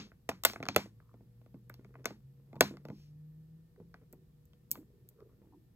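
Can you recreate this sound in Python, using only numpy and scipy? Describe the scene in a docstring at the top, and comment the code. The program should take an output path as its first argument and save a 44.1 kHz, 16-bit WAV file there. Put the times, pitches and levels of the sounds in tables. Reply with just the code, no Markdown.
"""Close up, a hand shifts on a clear plastic tray holding a toy figure; the tray ticks and rustles over a
faint room hum. Small scissors snip its ties, each cut a short crack that rings the blades and jolts the
tray, with dull knocks, rubs and scrapes between. A low tone, perhaps a distant engine, slowly climbs.
After the last snip a hand swishes away; the tone fades and sinks, and the blades give one bright clink."""
import sys
import numpy as np
from scipy import signal
from scipy.fft import rfft, irfft, next_fast_len
from scipy.io import wavfile

SR = 44100
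rng = np.random.default_rng(int(sys.argv[2]) if len(sys.argv) > 2 else 0)


def to_wav(s):
    """Save 16-bit WAV."""
    ch = np.atleast_2d(s).T  # columns
    pcm = np.round(np.clip(ch, -1, 1) * 32767)  # PCM
    wavfile.write(sys.argv[1], SR, pcm.astype(np.int16))


N = 253692

# the bands that shape every contact: (low edge [Hz], high edge [Hz])
BANDS = [(90, 350), (350, 900), (900, 2300), (2300, 5800), (7400, 11200), (10500, 16000)]
BAND_FILTERS = [signal.butter(N=3, Wn=band, btype="band", fs=SR, output="sos") for band in BANDS]
BAND_OCTAVES = np.log2(np.sqrt(np.prod(BANDS, 1)) / 1000)  # band centres, in octaves above 1 kHz
# modes of the thin tray with the figure in it, and of the steel blades: (pitch [Hz], level [dB], t60 [s])
TRAY_MODES = [(140, -13.5, 0.0077), (203, -14, 1), (271, -10.5, 0.099), (450.4, -9.5, 0.0037),
              (517, -5.5, 0.028), (664, 1.5, 0.027), (863, -6.5, .018), (1088, -7, 0.028),
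              (1240, -6.5, 0.019), (1422, -1.5, 0.024), (2010, -6.5, 0.023), (2208, -6.5, 0.014),
              (2560, 0, .012), (3360, -6.5, 0.034), (3980, -2, 0.0051)]
BLADE_MODES = [(2330, -18.5, 0.12), (4640, -16.5, 0.11), (4230, -20, 0.18), (5170, -15, 0.018),
               (7800, -10, 0.012), (7780, -1.5, 0.0085), (11160, -4.5, 0.013), (13600, -5.5, 0.004),
               (12900, -3, 0.0082)]
# early echoes off the box, the arm and the floor: (delay [s], gain [factor])
ECHOES = [(.0023, -0.11), (.0042, 0.057), (.0069, 0.071), (0.0099, -.07), (0.0165, 0.046)]
# room tail, a row per band: (t60 [s], level against the direct sound [dB])
ROOM_TAIL = [(0.26, -1), (0.12, -9), (0.32, -16), (0.34, -13.5), (0.59, -23.5), (0.34, -21)]
# stereo width of that tail, per band: (side against mid [dB])
TAIL_WIDTH_DB = (-18.5, -14, -5, -14, -8, -8.5)
# appliance hum: (pitch [Hz], rms level [dB])
HUM = [(57, -74), (120, -75.5), (364, -91.5), (479, -82.5), (1800, -97.5), (13850, -95)]
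# EQ of room air, handling, swish and microphone self-noise: (frequency [Hz], relative level [dB])
AIR_EQ = [(20, -22), (40, -7), (56, -2.5), (80, -5.5), (125, 0.5), (190, -5.5), (270, -18), (400, -23.5),
          (700, -45), (1500, -41), (6000, -55.5), (9000, -36), (14000, -42.5), (16000, -42.5)]
HANDLING_EQ = [(100, -21.5), (200, -0.5), (330, 2.5), (480, -1), (700, -16.5), (1300, -17), (2200, -21.5),
               (5000, -39), (12000, -49.5)]
SWISH_EQ = [(600, -31), (1500, -13), (2500, -2.5), (3800, -6), (5400, 1), (7000, -11), (15000, -17)]
SELF_NOISE_EQ = [(20, -14), (55, -3.5), (150, -1.5), (400, -11), (1500, -26.5), (5000, -28), (8000, -34.5),
                 (10000, -41.5), (14000, -36)]
# the strained tray and ties tick: (time [s], level [dB], extra treble [dB], pitch [Hz])
TICKS = [(-.03, -30.5, 8.5, 2420), (0.1173, -62, -25, 1500), (0.314, -48, -7, 1140),
         (0.4985, -46.5, 5.5, 2250), (0.5339, -50, 6, 725), (.5592, -45.5, -14, 1350),
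         (0.6277, -40.5, -3.5, 2300), (.635, -54, 3, 2220), (0.6541, -50.5, 4, 1570),
         (0.6648, -48, -1, 1280), (0.6864, -34, 5.5, 2360), (0.747, -57.5, 11, 800.6),
         (1.0016, -66.5, -14, 1630), (1.6984, -50.5, -8.5, 1540), (1.7407, -66, 9, 4400),
         (1.8466, -63, -4, 2290), (1.941, -66.5, -9.5, 1310), (1.954, -56.5, -21, 1135),
         (2.044, -60, 6, 652), (2.627, -46, 8, 1730), (2.7695, -58.5, 0.5, 1200), (3.761, -75, -4.5, 1900),
         (3.942, -54, -5.5, 1510), (4.5332, -73.5, 5.5, 3250), (4.7544, -55.5, 0, 1220)]
# the holding hand tightens on the tray, then lets go: (time at the tightest [s], level [dB])
GRIPS = [(0, -62), (0.701, -58), (2.0, -61), (2.75, -56), (4.0, -69), (4.8, -70), (5.421, -64)]
# the blades bite a tie: (time [s], level [dB], brightness [dB/octave], crack decay [s], pitch [Hz])
SNIPS = [(0.29, -33.5, -2, 0.005, 698.5), (0.4361, -46.5, 2.54, .0014, 3100), (.45, -26, 2.32, .0012, 1545),
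         (.4535, -34, 3.5, .0008, 11800), (.762, -23, -0.5, .0012, 620), (2.0559, -34, -0.8, 0.0014, 2044),
         (2.608, -20, -0.26, 0.0011, 544)]
# figure and fingers knock against the tray: (time [s], level [dB], brightness [dB/octave])
KNOCKS = [(0.602, -45.5, 0), (0.8578, -54, 0), (1.1401, -59.5, -1), (1.2066, -68, -3), (1.4137, -66, 1.5),
          (1.461, -62, 2), (1.5425, -57, -2), (2.1056, -48, 0.5), (2.5298, -52, 0), (2.556, -57, 3.5),
          (2.5631, -52.5, 0.5), (2.7084, -54.5, -3), (2.8517, -46, 2), (2.885, -50, 2.5),
          (2.9004, -47, -0.5), (3.8, -61.5, -2.5), (4.131, -56.5, 0), (4.774, -57, -1), (4.8042, -77, -7.5),
          (5.204, -62.5, 3)]
# soft rubs and scrapes, from fingers on the plastic and blades straining a tie before a snip:
# (peak time [s], half length [s], level [dB], centre [Hz])
RUBS_AND_SCRAPES = [(1.083, 0.047, -74.5, 1150), (1.99, 0.015, -66.5, 401.4), (2.048, 0.0032, -61.5, 1507),
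                    (2.559, .022, -63, 898), (2.901, 0.014, -62.5, 914), (2.916, 0.013, -50, 262.6),
                    (3.803, .012, -54, 402), (4.17, 0.055, -71.5, 379.5), (4.758, 0.012, -62, 927),
                    (4.793, 0.019, -52, 296.5), (4.966, 0.11, -72.5, 398), (5.22, 0.044, -60.5, 415),
                    (5.212, .022, -74.5, 1207), (5.31, .014, -78, 1095), (5.449, 0.016, -75, 850),
                    (5.539, 0.012, -70.5, 860), (5.518, .07, -64, 308)]
# steel touches steel as the scissors open and shut: (time [s], level [dB])
CLINKS = [(1.6964, -59.5), (1.7409, -67.5), (4.127, -59), (4.4545, -72.5), (4.709, -53), (4.7144, -29.5),
          (5.0889, -57.5)]
# colour of each kind of contact, per band from low to high: (level [dB])
TICK_DB = (-5, -2, -2, -6.5, -20, -23.5)
SNIP_DB = (-11.5, -0.5, -0.5, -2, -3.5, -6)
KNOCK_DB = (2, 0, -12, -21.5, -35, -34)
CLINK_DB = (-25, -39, -36, -18, -3.5, 0.5)
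# phase between the two microphone ports: (frequency [Hz], left's lead [rad])
PORT_PHASE = [(20, 0), (300, -.15), (700, -.25), (1500, -.55), (1900, -1.4), (3000, -2.1), (4500, -2.0),
              (5500, -4.2), (6400, -6.1), (8000, -4.4), (9600, -3.14), (11000, -2.0), (12300, -.3),
              (14000, .3), (15800, 2.5)]
# balance between them: (frequency [Hz], left minus right [dB])
PORT_BALANCE = [(20, .4), (150, .4), (300, -1.2), (700, -1.2), (1400, .7), (2300, .3), (4800, 3.3),
                (7000, 0), (15000, 0)]


def gain_of(db):
    """Decibels to a factor."""
    return 10 ** (np.asarray(db) / 20)


def unit_rms(x):
    """Scales to rms 1."""
    return x / np.sqrt(np.mean(x ** 2) + 1e-20)


def curve_at(points, hz):
    """Reads a (frequency [Hz], value) curve on a log-frequency axis."""
    f, value = np.transpose(points)
    return np.interp(np.log(hz + 1), np.log(f + 1), value)


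def coloured(x, eq):
    """Puts x through an EQ curve, at rms 1."""
    return unit_rms(irfft(rfft(x) * gain_of(curve_at(eq, np.fft.rfftfreq(N, 1 / SR))), N))


def drift(rate_hz):
    """Slow random wander of rms 1."""
    hz = np.fft.rfftfreq(N, 1 / SR)
    hz = hz[hz < 150]
    real, imaginary = rng.standard_normal((2, len(hz)))
    return unit_rms(irfft((real + 1j * imaginary) * np.exp(-(hz / rate_hz) ** 2), N))


def swell(peak_s, rise_db_per_s, fall_db_per_s):
    """A fader move that climbs to 0 dB and falls away."""
    t = np.arange(N) / SR - peak_s
    return np.minimum(rise_db_per_s * t, -fall_db_per_s * t)


def add(mix, time_s, sound):
    """Mixes a sound in at a time."""
    part = mix[max(round(time_s * SR), 0):][:len(sound)]
    part += sound[:len(part)]


def in_bands(x):
    """Splits a sound into the BANDS, each with the energy of 10 ms at rms 1."""
    parts = np.array([signal.sosfilt(sos, x) for sos in BAND_FILTERS])
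    return parts / np.sqrt((parts ** 2).sum(1, keepdims=True) / (SR // 100))


def focus(hz, depth_db):
    """A bell EQ across the bands, in dB: up around the struck part's pitch, down elsewhere."""
    nearness = np.exp(-(BAND_OCTAVES - np.log2(hz / 1000)) ** 2)
    return depth_db * (nearness - .5)


def ring(modes, t, detune):
    """Damped modes struck at t = 0; each blow lands elsewhere and shifts them a little."""
    hz, db, t60 = np.transpose(modes)[:, :, None]
    after = np.maximum(t, 0)
    fade = gain_of(db) * np.exp(-np.log(1000) * after / t60)
    return (fade * np.sin(2 * np.pi * hz * (1 + detune[:len(modes), None]) * after)).sum(0)


def click(levels_db, crack_s, part_hz, tray_db, blades_db, part_db, part_t60, rattle_db):
    """A gritty crack, as of tiny fractures; blades and struck part ring at once, the tray just after."""
    rattle_s, jolt_s = 0.006, 0.00058
    t = np.arange(SR // 10) / SR
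    grit, detune = rng.standard_normal((2, len(t)))
    crack = grit * (np.exp(-t / crack_s) + gain_of(rattle_db) * np.exp(-t / rattle_s))
    # steel holds its pitch better than the flexing tray
    blades = gain_of(blades_db) * ring(BLADE_MODES, t, 0.013 * detune[::-1])
    tray = gain_of(tray_db) * ring(TRAY_MODES, t - jolt_s, 0.046 * detune)
    part = gain_of(part_db - 60 * t / part_t60) * np.sin(2 * np.pi * part_hz * t)
    return gain_of(levels_db) @ in_bands(crack + blades + tray + part)


def tick(db, crisp_db, hz):
    """A patch of thin plastic flips and rings briefly: crisp when bare, dull under a finger."""
    treble = BAND_OCTAVES > 1
    levels_db = np.array(TICK_DB) + db + crisp_db * treble + focus(hz, depth_db=4.5)
    return levels_db, click(levels_db, crack_s=0.0006, part_hz=hz, tray_db=-15, blades_db=-22,
                            part_db=-3, part_t60=0.0083, rattle_db=-23)


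def room_tail(levels_db, build_s=0.00088, gate_s=0.11):
    """A diffuse room wash follows each click, as mid and side; a gate-like fade cuts it short."""
    t = np.arange(SR // 5) / SR
    t60, wet_db = np.transpose(ROOM_TAIL)[:, :, None]
    fade = np.exp(-np.log(1000) * t / t60 - (t / gate_s) ** 2) * (1 - np.exp(-t / build_s))
    fade *= gain_of(wet_db) / np.sqrt((fade ** 2).mean(1, keepdims=True))
    wash = in_bands(rng.standard_normal(len(t)))
    mid = gain_of(levels_db) @ (fade * wash)
    side = gain_of(levels_db + np.array(TAIL_WIDTH_DB)) @ (fade * wash[:, ::-1])
    return mid, side


def room_tone(air_db=-65, waver_db=2.5, wander_rad=0.39):
    """The bed: low rumble and faint hiss of still air, with a wavering appliance hum."""
    t = np.arange(N) / SR
    bed = gain_of(air_db) * coloured(rng.standard_normal(N), AIR_EQ)
    for hz, db in HUM:
        level = gain_of(db + waver_db * drift(11))
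        bed += level * unit_rms(np.sin(2 * np.pi * hz * t + wander_rad * drift(12)))
    return bed


def friction(length, slips_per_s, hiss_db):
    """Stick and slip on plastic: tiny random pushes over a soft hiss."""
    slips = rng.standard_normal(length) * (rng.random(length) < slips_per_s / SR)
    return unit_rms(slips) + gain_of(hiss_db) * rng.standard_normal(length)


def handling(trim_db=1, resting_db=-92, clump_db=4.5):
    """Clumps of friction from the holding hand rustle the tray; the strongest grip rides the level."""
    drive = friction(N, slips_per_s=260, hiss_db=-14) * gain_of(clump_db * drift(30))
    tray = ring(TRAY_MODES, np.arange(SR // 12) / SR, np.zeros(len(TRAY_MODES)))
    body = signal.fftconvolve(drive, tray)[:N]
    rustle = coloured(unit_rms(body) + 2.9 * unit_rms(drive), HANDLING_EQ)
    grips_db = [db + swell(time_s, rise_db_per_s=62.5, fall_db_per_s=123.5) for time_s, db in GRIPS]
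    return rustle * gain_of(trim_db + np.maximum(resting_db, np.max(grips_db, 0)))


def engine(nearest_db=-54, far_db=-74, waver_db=2.7, octave_db=-26, fade_in_s=0.25):
    """A far engine through the walls: it speeds up, then drops to idle, swelling as it passes."""
    start_hz, climb_octaves_per_s = 97.6, 0.2
    ease_off_s, sag_hz_per_s, idle_hz = 3.92, 39, 121.6
    t = np.arange(N) / SR
    climb_hz = start_hz * 2 ** (climb_octaves_per_s * np.minimum(t, ease_off_s))
    sag_hz = sag_hz_per_s * np.maximum(t - ease_off_s, 0)
    hz = np.maximum(climb_hz - sag_hz, np.minimum(climb_hz, idle_hz))
    phase = 2 * np.pi * np.cumsum(hz) / SR
    tone = unit_rms(np.sin(phase) + gain_of(octave_db) * np.sin(2 * phase))
    pass_db = np.maximum(nearest_db + swell(peak_s=3.24, rise_db_per_s=4.5, fall_db_per_s=12), far_db)
    fade_in = np.minimum(t / fade_in_s, 1) ** 2
    return fade_in * gain_of(pass_db + waver_db * drift(7.5)) * tone


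def snip(db, brightness, crack_s, hz):
    """A tie gives way between the blades and jolts the tray."""
    levels_db = np.array(SNIP_DB) + db + brightness * BAND_OCTAVES + focus(hz, depth_db=1.5)
    return levels_db, click(levels_db, crack_s, part_hz=hz, tray_db=-11.5, blades_db=-17,
                            part_db=-3, part_t60=0.0053, rattle_db=-29)


def knock(db, brightness):
    """The figure or a finger lands a dull bump that the tray takes up."""
    levels_db = np.array(KNOCK_DB) + db + brightness * BAND_OCTAVES
    return levels_db, click(levels_db, crack_s=0.001, part_hz=475, tray_db=-9, blades_db=-31.5,
                            part_db=-7, part_t60=0.024, rattle_db=-19.5)


def rubs_and_scrapes(width_octaves=0.25):
    """Fingers rub the plastic or blades strain a tie: each a run of small slips that swells and fades."""
    t = np.arange(SR // 2) / SR
    hz = np.fft.rfftfreq(len(t), 1 / SR) + 1
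    mix = np.zeros(N)
    for peak_s, half_s, db, centre_hz in RUBS_AND_SCRAPES:
        drive = friction(len(t), slips_per_s=220, hiss_db=-8)
        bell_eq = 1 / (1 + (np.log2(hz / centre_hz) / width_octaves) ** 2 / 2) ** 2
        stroke = unit_rms(irfft(rfft(drive) * bell_eq, len(t)))
        envelope = np.exp(-((t - t.mean()) / half_s) ** 2 / 2)
        add(mix, peak_s - t.mean(), gain_of(db) * stroke * envelope)
    return mix


def clink(db):
    """The blades meet with nothing between them and ring freely."""
    levels_db = np.array(CLINK_DB) + db
    return levels_db, click(levels_db, crack_s=0.0003, part_hz=12070, tray_db=-23.5, blades_db=-16.5,
                            part_db=-15, part_t60=0.007, rattle_db=-16.5)


def swish(peak_s=3.0, half_s=0.06, db=-72):
    """The hand with the scissors brushes past as it draws away."""
    envelope = np.exp(-((np.arange(N) / SR - peak_s) / half_s) ** 2 / 2)
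    return gain_of(db) * coloured(rng.standard_normal(N), SWISH_EQ) * envelope


def contacts(preroll=SR // 10):
    """Every click with its echoes and tail, as mid and side; the pre-roll lets an early tick ring in."""
    mid, side = np.zeros((2, preroll + N))
    for strike, cues in [(snip, SNIPS), (tick, TICKS), (knock, KNOCKS), (clink, CLINKS)]:
        for time_s, *settings in cues:
            start_s = time_s + preroll / SR
            levels_db, hit = strike(*settings)
            for delay_s, gain in [(0.00018, 0.97)] + ECHOES:  # the direct path, then the echoes
                add(mid, start_s + delay_s, gain * hit)
            for mix, wash in zip((mid, side), room_tail(levels_db)):
                add(mix, start_s, wash)
    return mid[preroll:], side[preroll:]


def microphone_ports(x):
    """Two ports hear the same sound with a phase and level difference."""
    size = next_fast_len(N + SR // 10)
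    hz = np.fft.rfftfreq(size, 1 / SR)
    left = np.exp(1j * curve_at(PORT_PHASE, hz) / 2) * gain_of(curve_at(PORT_BALANCE, hz) / 2)
    return irfft(rfft(x, size) * np.array([left, 1 / left]), size)[:, :N]


def scene(self_noise_db=-74):
    """The stereo mix: all sources at the ports, the tail's width, each microphone's rumble and hiss."""
    mid, side = contacts()
    self_noise = np.array([coloured(rng.standard_normal(N), SELF_NOISE_EQ) for _ in range(2)])
    stereo = microphone_ports(mid + handling() + rubs_and_scrapes() + swish() + engine() + room_tone())
    return stereo + np.array([side, -side]) + gain_of(self_noise_db) * self_noise


def record(dry):
    """A steep low-pass trims the very top."""
    lowpass = signal.firwin(255, cutoff=16200, window=("kaiser", 9), fs=SR)
    return signal.oaconvolve(dry, lowpass[None], "same")


dry = scene()
out = record(dry)
to_wav(out)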